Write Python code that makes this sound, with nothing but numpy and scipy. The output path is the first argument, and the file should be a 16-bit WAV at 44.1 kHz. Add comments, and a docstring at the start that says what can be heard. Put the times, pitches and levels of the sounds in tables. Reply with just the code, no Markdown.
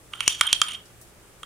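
"""A faint hum and hiss in a quiet kitchen, then a pastry brush working round inside a hand-held mug.
Its metal ferrule knocks the ceramic wall several times; the bristles scratch between the knocks.
Both excite one bank of damped modes; knocks add a noise crack, and a low thump as the hardest
overload the recorder. Feedback delays give the room's brief answer; puffs of bright noise rustle
as the brush lifts away."""
import sys
import numpy as np
from scipy import signal
from scipy.fft import rfft, irfft, next_fast_len
from scipy.io import wavfile

SR = 44100
rng = np.random.default_rng(int(sys.argv[2]) if len(sys.argv) > 2 else 0)


def log_audio(samples):
    """Write samples as a 16-bit WAV file to the path given in sys.argv[1]."""
    # one column per channel
    frames = np.atleast_2d(samples).T
    # limit to full scale, then quantise
    limited = np.clip(frames, -1, 1)
    pcm = np.round(limited * 32767).astype(np.int16)
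    wavfile.write(sys.argv[1], SR, pcm)


N = 63945


def amp(db):
    """Decibel law: a level becomes an amplitude ratio."""
    return 10 ** (np.asarray(db) / 20)


def rms_one(x):
    """Power normalization: scale to unit root mean square."""
    return x / np.sqrt(np.mean(x ** 2) + 1e-20)


def at_hz(points, hz):
    """Spectral interpolation along a logarithmic frequency axis."""
    point_hz, value = np.array(points).T
    return np.interp(np.log(hz), np.log(point_hz), value)


def band(x, low_hz, high_hz):
    """Band-pass filtering with Butterworth slopes."""
    edges_hz = [low_hz, min(high_hz, .45 * SR)]
    return signal.sosfilt(signal.butter(2, edges_hz, "band", fs=SR, output="sos"), x)


def drift(rate_hz):
    """Low-passed noise: a slow random fluctuation of unit spread."""
    r = np.exp(-2 * np.pi * rate_hz / SR)
    noise = rng.standard_normal(N + SR)
    return rms_one(signal.lfilter([1], [1, -2 * r, r * r], noise)[SR:])


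def sides(db):
    """Level stereophony: left and right gains for a level difference."""
    return amp(np.array([db, -db]) / 2)


FLOOR_DB = -52  # rms level of the noise floor
RUMBLE_SWING_DB, RUMBLE_TOP_HZ = 2.5, 150  # the bass comes in lumps
# noise floor spectrum: pitch_hz [Hz], level_db [relative dB per Hz]
FLOOR = [(15, -22.5), (30, -2.5), (62, -0.5), (100, -6.5), (200, -12), (400, -10), (900, -17), (2500, -20),
         (4800, -25), (6800, -24), (10000, -19.5), (14000, -34), (16000, -30.5)]
# left-right likeness of the noise: pitch_hz [Hz], likeness [0 to 1]
LIKENESS = [(30, .9), (120, 0.51), (400, 0.75), (1500, .15), (5000, .02)]
# hum partials: pitch_hz [Hz], level_db [dB, before a common lift and wavering]
HUM = [(118.4, -61.5), (177.6, -64), (349.9, -69.5)]


def room_tone():
    """Partial coherence: half-octave noise bands mix mid and side; sine partials waver as hum."""
    noise = 0
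    edges_hz = 20 * 2 ** np.arange(0, 10.1, .5)
    lumps = drift(11)
    white = rng.standard_normal((2, 2, N + SR))
    for k, (low_hz, high_hz) in enumerate(zip(edges_hz, edges_hz[1:])):
        mid, side = band(white[k % 2], low_hz, high_hz)[:, SR:]
        hz = np.sqrt(low_hz * high_hz)
        alike = np.clip(at_hz(LIKENESS, hz), 0, 1)
        level_db = at_hz(FLOOR, hz) + 0.701 * drift(8)
        level_db = level_db + RUMBLE_SWING_DB * (hz < RUMBLE_TOP_HZ) * lumps
        stereo = np.sqrt(1 + alike) * mid + np.sqrt(1 - alike) * side * [[1], [-1]]
        noise = noise + amp(level_db) * stereo
    hum = 0
    for hz, level_db in HUM:
        cycles = hz * np.arange(N) / SR + rng.random()
        hum = hum + amp(level_db + 0.5 + 2.5 * drift(3.2)) * np.sin(2 * np.pi * cycles)
    return amp(FLOOR_DB) * rms_one(noise) + hum


ROOM_DB, ROOM_T60_S, WALL_CUT_HZ = -22.5, 0.37, 7300


def kitchen(x):
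    """Reverberation by recirculation: sixteen feedback delays a side, duller on every round."""
    size = next_fast_len(N + SR)
    one_sample = np.exp(-2j * np.pi * np.arange(size // 2 + 1) / size)
    pole = np.exp(-2 * np.pi * WALL_CUT_HZ / SR)
    dulling = (1 - pole) / (1 - pole * one_sample)
    response = np.zeros((2, len(one_sample)), complex)
    lags = (rng.uniform(.004, .035, size=32) * SR).astype(int)
    for k, lag in enumerate(lags):
        loop = amp(-60 * lag / SR / ROOM_T60_S) * dulling * one_sample ** lag
        # the closed loop sums all its rounds; signs alternate between delays
        response[k % 2] += loop / (1 - loop) * (-1) ** (k // 2)
    return irfft(response * rfft(x.mean(axis=0), size), size)[:, :N]


# faint rustles as the brush lifts away:
# start_s [s], level_db [dB at onset], t60_s [s to fall 60 dB], pitch_hz [Hz, within the band]
RUSTLES = [(0.855, -53.5, .15, 6300), (1.013, -47.5, .15, 8410), (1.011, -49.5, 0.15, 13600),
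           (1.07, -59, .25, 8300)]


def rustles():
    """Exponential decay: short dying puffs of bright band-limited noise."""
    t, out = np.arange(N) / SR, 0
    for start_s, level_db, t60_s, hz in RUSTLES:
        envelope = amp(level_db - 60 * np.abs(t - start_s) / t60_s) * (t > start_s)
        puff = rms_one(band(rng.standard_normal((2, N)), hz / 1.53, hz * 1.3))
        out = out + envelope * puff
    return out


# bristles on the wall: start_s [s], then level_db [dB] in each zone of modes:
# cavity, low wall, flank, main ring, upper wall, top
SCRATCH = [(.10,-89,-82,-88,-95,-83.5,-79.5),(.135,-51,-72.5,-60,-47.5,-60.5,-51),(.19,-57,-71,-57.5,-49.5,-70.5,-63),(.21,-51,-41,-38,-50,-62,-52),
           (.245,-61.5,-46,-45,-47,-57,-53),(.27,-63,-57,-36,-50,-52,-50),(.30,-67.5,-59.5,-42.5,-33,-50.5,-39.5),(.36,-63.5,-62,-50,-41.5,-48,-53.5),
           (.40,-59.5,-51,-56,-46.5,-53.5,-51.5),(.42,-49.5,-51,-49,-37.5,-54,-47),(.455,-38,-61,-43,-38.5,-62.5,-50),(.49,-54,-40.5,-42.5,-33.5,-57.5,-55.5),
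           (.52,-59.5,-50,-37,-36.5,-52,-57),(.56,-69,-56,-51,-47,-69,-48),(.61,-62,-62.5,-56.5,-39.5,-58.5,-47.5),(.64,-43.5,-42.5,-51,-46.5,-56.5,-42.5),
           (0.671,-56,-47.5,-65.5,-44,-64,-52),(0.693,-40,-37.5,-42,-26.5,-64,-47),(.71,-60.5,-54.5,-43,-45,-56,-50.5),(0.751,-56.5,-56,-46.5,-35.5,-55.5,-53.5),
           (0.764,-58,-57,-64,-56,-69,-64),(.80,-66.5,-70,-69.5,-53.5,-80,-86),(.89,-73,-85,-93,-92,-104,-92)]
FLICKS_PER_S, FLICK_SPREAD_DB, CLUMP_DB, BRISTLE_HISS_DB = 9000, 2, 2.5, -12


def bristles():
    """Stochastic friction: dense random flicks in clumps, with rubbing strength for each zone."""
    start_s, *levels_db = np.transpose(SCRATCH)
    t = np.arange(N) / SR
    rub = [amp(np.interp(t, start_s, level_db)) for level_db in levels_db]
    hits = rng.random(N) < FLICKS_PER_S / SR
    flicks = hits * amp(FLICK_SPREAD_DB * np.minimum(rng.exponential(1, N), 4))
    flicks = rms_one(flicks * amp(CLUMP_DB * drift(50)))
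    upper_wall = rub[-2]
    rough = flicks * upper_wall * amp(BRISTLE_HISS_DB) * rng.standard_normal((2, N))
    return flicks, rub, band(rough, 3500, 11000)


# ferrule knocks: start_s [s], slide_ms [ms of sliding contact], then level_db [dB] in each zone:
# cavity, low wall, flank, main ring, upper wall, top; crack_db [dB], thump_db [dB], side_db [dB left-right]
KNOCKS = [(.1352,.15,-28,-25,-23.5,-24,-49.5,-62,-54,-70,-2.5),(0.2056,.2,-22.5,-14,-17,-19,-28.5,-23.5,-20.5,-70,-3),
          (0.2784,.1,-31,-11,-9.5,-16.5,-4.5,-9.5,-6,-10,6),(.4108,.1,-7.5,-7.5,-14,-7,-19,-15,1.5,-12.5,-1),
          (0.468,.3,-43,-45,-43,-17.5,-35.5,-22,-52,-73,1.5),(0.4706,5,-35.5,-40,-32,-13,-44.5,-27,-79,-72,-3),
          (.5287,.1,-30.5,-16,-11.5,-5.5,-11,-13,-2.5,-12.5,-4),(.5575,10,-63.5,-53,-50,-21.5,-53.5,-42,-76,-75,-10),
          (0.6162,.1,-9.5,-14,-20.5,-7,-13,-16.5,-1.5,-27,-2),(0.683,5,-40,-48,-23,-25.5,-34,-25,-45,-70,-1),
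          (0.7187,.3,-59,-30,-56,-26.5,-36,-44,-36,-70,-4),(0.7339,2,-63,-34,-52,-49,-61,-37,-52,-70,-8),
          (1.4315,.15,-29.5,-43,-37.5,-28.5,-44,-39.5,-33,-29,-1.5)]
CRACK_TOP_HZ, CRACK_T60_S, THUMP_HZ = 7000, .005, 1300


def contact():
    """Impulse excitation: short bright cracks, and a low thump as the hardest knocks overload the recorder."""
    cracks, thumps = np.zeros((2, N))
    for start_s, *_, crack_db, thump_db, side_db in KNOCKS:
        start = int(start_s * SR)
        cracks[start], thumps[start] = amp(crack_db), amp(thump_db)
    fade = signal.lfilter([1], [1, -amp(-60 / (CRACK_T60_S * SR))], cracks)
    noise = rng.standard_normal(N) + 0.37 * rng.standard_normal((2, N))  # mostly common to both sides
    crack = band(band(fade * noise, 740, CRACK_TOP_HZ), 600, 15000)
    thump = band(thumps, 40, THUMP_HZ) * SR / (2 * np.pi * THUMP_HZ)
    return crack, thump


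def ring(drive, hz, t60_s, pan_db, lead_rad):
    """Damped resonance: a complex one-pole mode heard at two ports, each with its level and phase."""
    pole = amp(-60 / (t60_s * SR)) * np.exp(2j * np.pi * hz / SR)
    turns = signal.lfilter([1], [1, -pole], drive + 1e-18)
    ports = sides(pan_db) * np.exp(.5j * lead_rad * np.array([1, -1]))
    return (turns * ports[:, None]).imag


# upper limits of the zones of modes [Hz]; the last zone is open above
ZONE_TOPS_HZ = [1800, 2600, 3050, 4000, 8000]
# mug modes: pitch_hz [Hz], level_db [dB], t60_s [s], pan_db [dB left-right], lead_rad [rad, left leads]
MUG = [(1008,-6,0.0071,-0.5,0.33),(1216,0,.02,0.5,.1),(1398,-1.5,0.018,-0.5,-0.35),(1540,-4.5,0.011,-1,-.3),(1800,-4,.006,-2.5,-0.66),(2297,-0.5,0.011,-2.5,1.2),(2640,-5,0.014,-2,.2),
       (2936,0.5,0.019,-3,.2),(3139,-6,0.026,-5,-0.14),(3207,0,0.03,-5,-0.069),(3410,-10.5,.022,-2.5,.3),(3625,-10,0.022,0,.5),(4475,-4,0.0075,-0.5,0.19),(5680,0.5,0.0096,0,-0.19),
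       (6500,0.5,0.0051,3.5,.4),(6910,-4.5,.024,-1.5,.4),(7760,-7.5,.006,-1.5,.6),(8660,-4.5,.014,-0.5,.8),(9088,1,.022,-2,1.2),(10100,-9.5,.01,3,1.3),(10660,-10.5,0.0087,-3.5,1.4),(12100,-12.5,.006,0.5,0.22)]
RING_SPREAD_DB, MUG_LOW_CUT_HZ = 1.2, 780


def mug():
    """Modal superposition: knocks and flicks drive the same modes; a sliding knock swells its ring."""
    chance = rng.standard_normal((len(KNOCKS), len(MUG)))
    flicks, rub, out = bristles()  # out begins as the bristle hiss
    for k, (hz, level_db, t60_s, pan_db, lead_rad) in enumerate(MUG):
        zone = np.searchsorted(ZONE_TOPS_HZ, hz)
        # equal steady loudness whatever the damping
        damping_gain = np.sqrt(4 * np.log(1000) / (t60_s * SR))
        scratch = flicks * rng.standard_normal(N) * rub[zone] * damping_gain
        drive = scratch * np.ones((2, 1), complex)
        for (start_s, slide_ms, *levels_db, side_db), luck in zip(KNOCKS, chance[:, k]):
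            n = np.arange(max(int(slide_ms * SR / 1000), 1))
            strength = (-1) ** k * amp(levels_db[zone] + RING_SPREAD_DB * luck)
            # the push turns in step with the mode, so the ring builds up
            push = strength * np.exp(2j * np.pi * hz * n / SR) / len(n)
            drive[:, int(start_s * SR) + n] += push * sides(side_db)[:, None]
        out += amp(level_db) * ring(drive, hz, t60_s, pan_db, lead_rad)
    return signal.sosfilt(signal.butter(4, MUG_LOW_CUT_HZ, "high", fs=SR, output="sos"), out)


def scene():
    """Linear superposition of the background, the room's answer, the mug and the thumps."""
    crack, thump = contact()
    near = mug() + crack
    return near + thump + amp(ROOM_DB) * kitchen(near) + rustles() + room_tone()


CEILING, CUTOFF_HZ = 1.0, 16700


def record(dry):
    """Amplitude and band limiting: peaks clip at the ceiling, then a steep low-pass cuts the top."""
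    clipped = np.clip(dry, -CEILING, CEILING)
    return signal.sosfilt(signal.cheby2(14, 70, CUTOFF_HZ, fs=SR, output="sos"), clipped)


dry = scene()
out = record(dry)
log_audio(out)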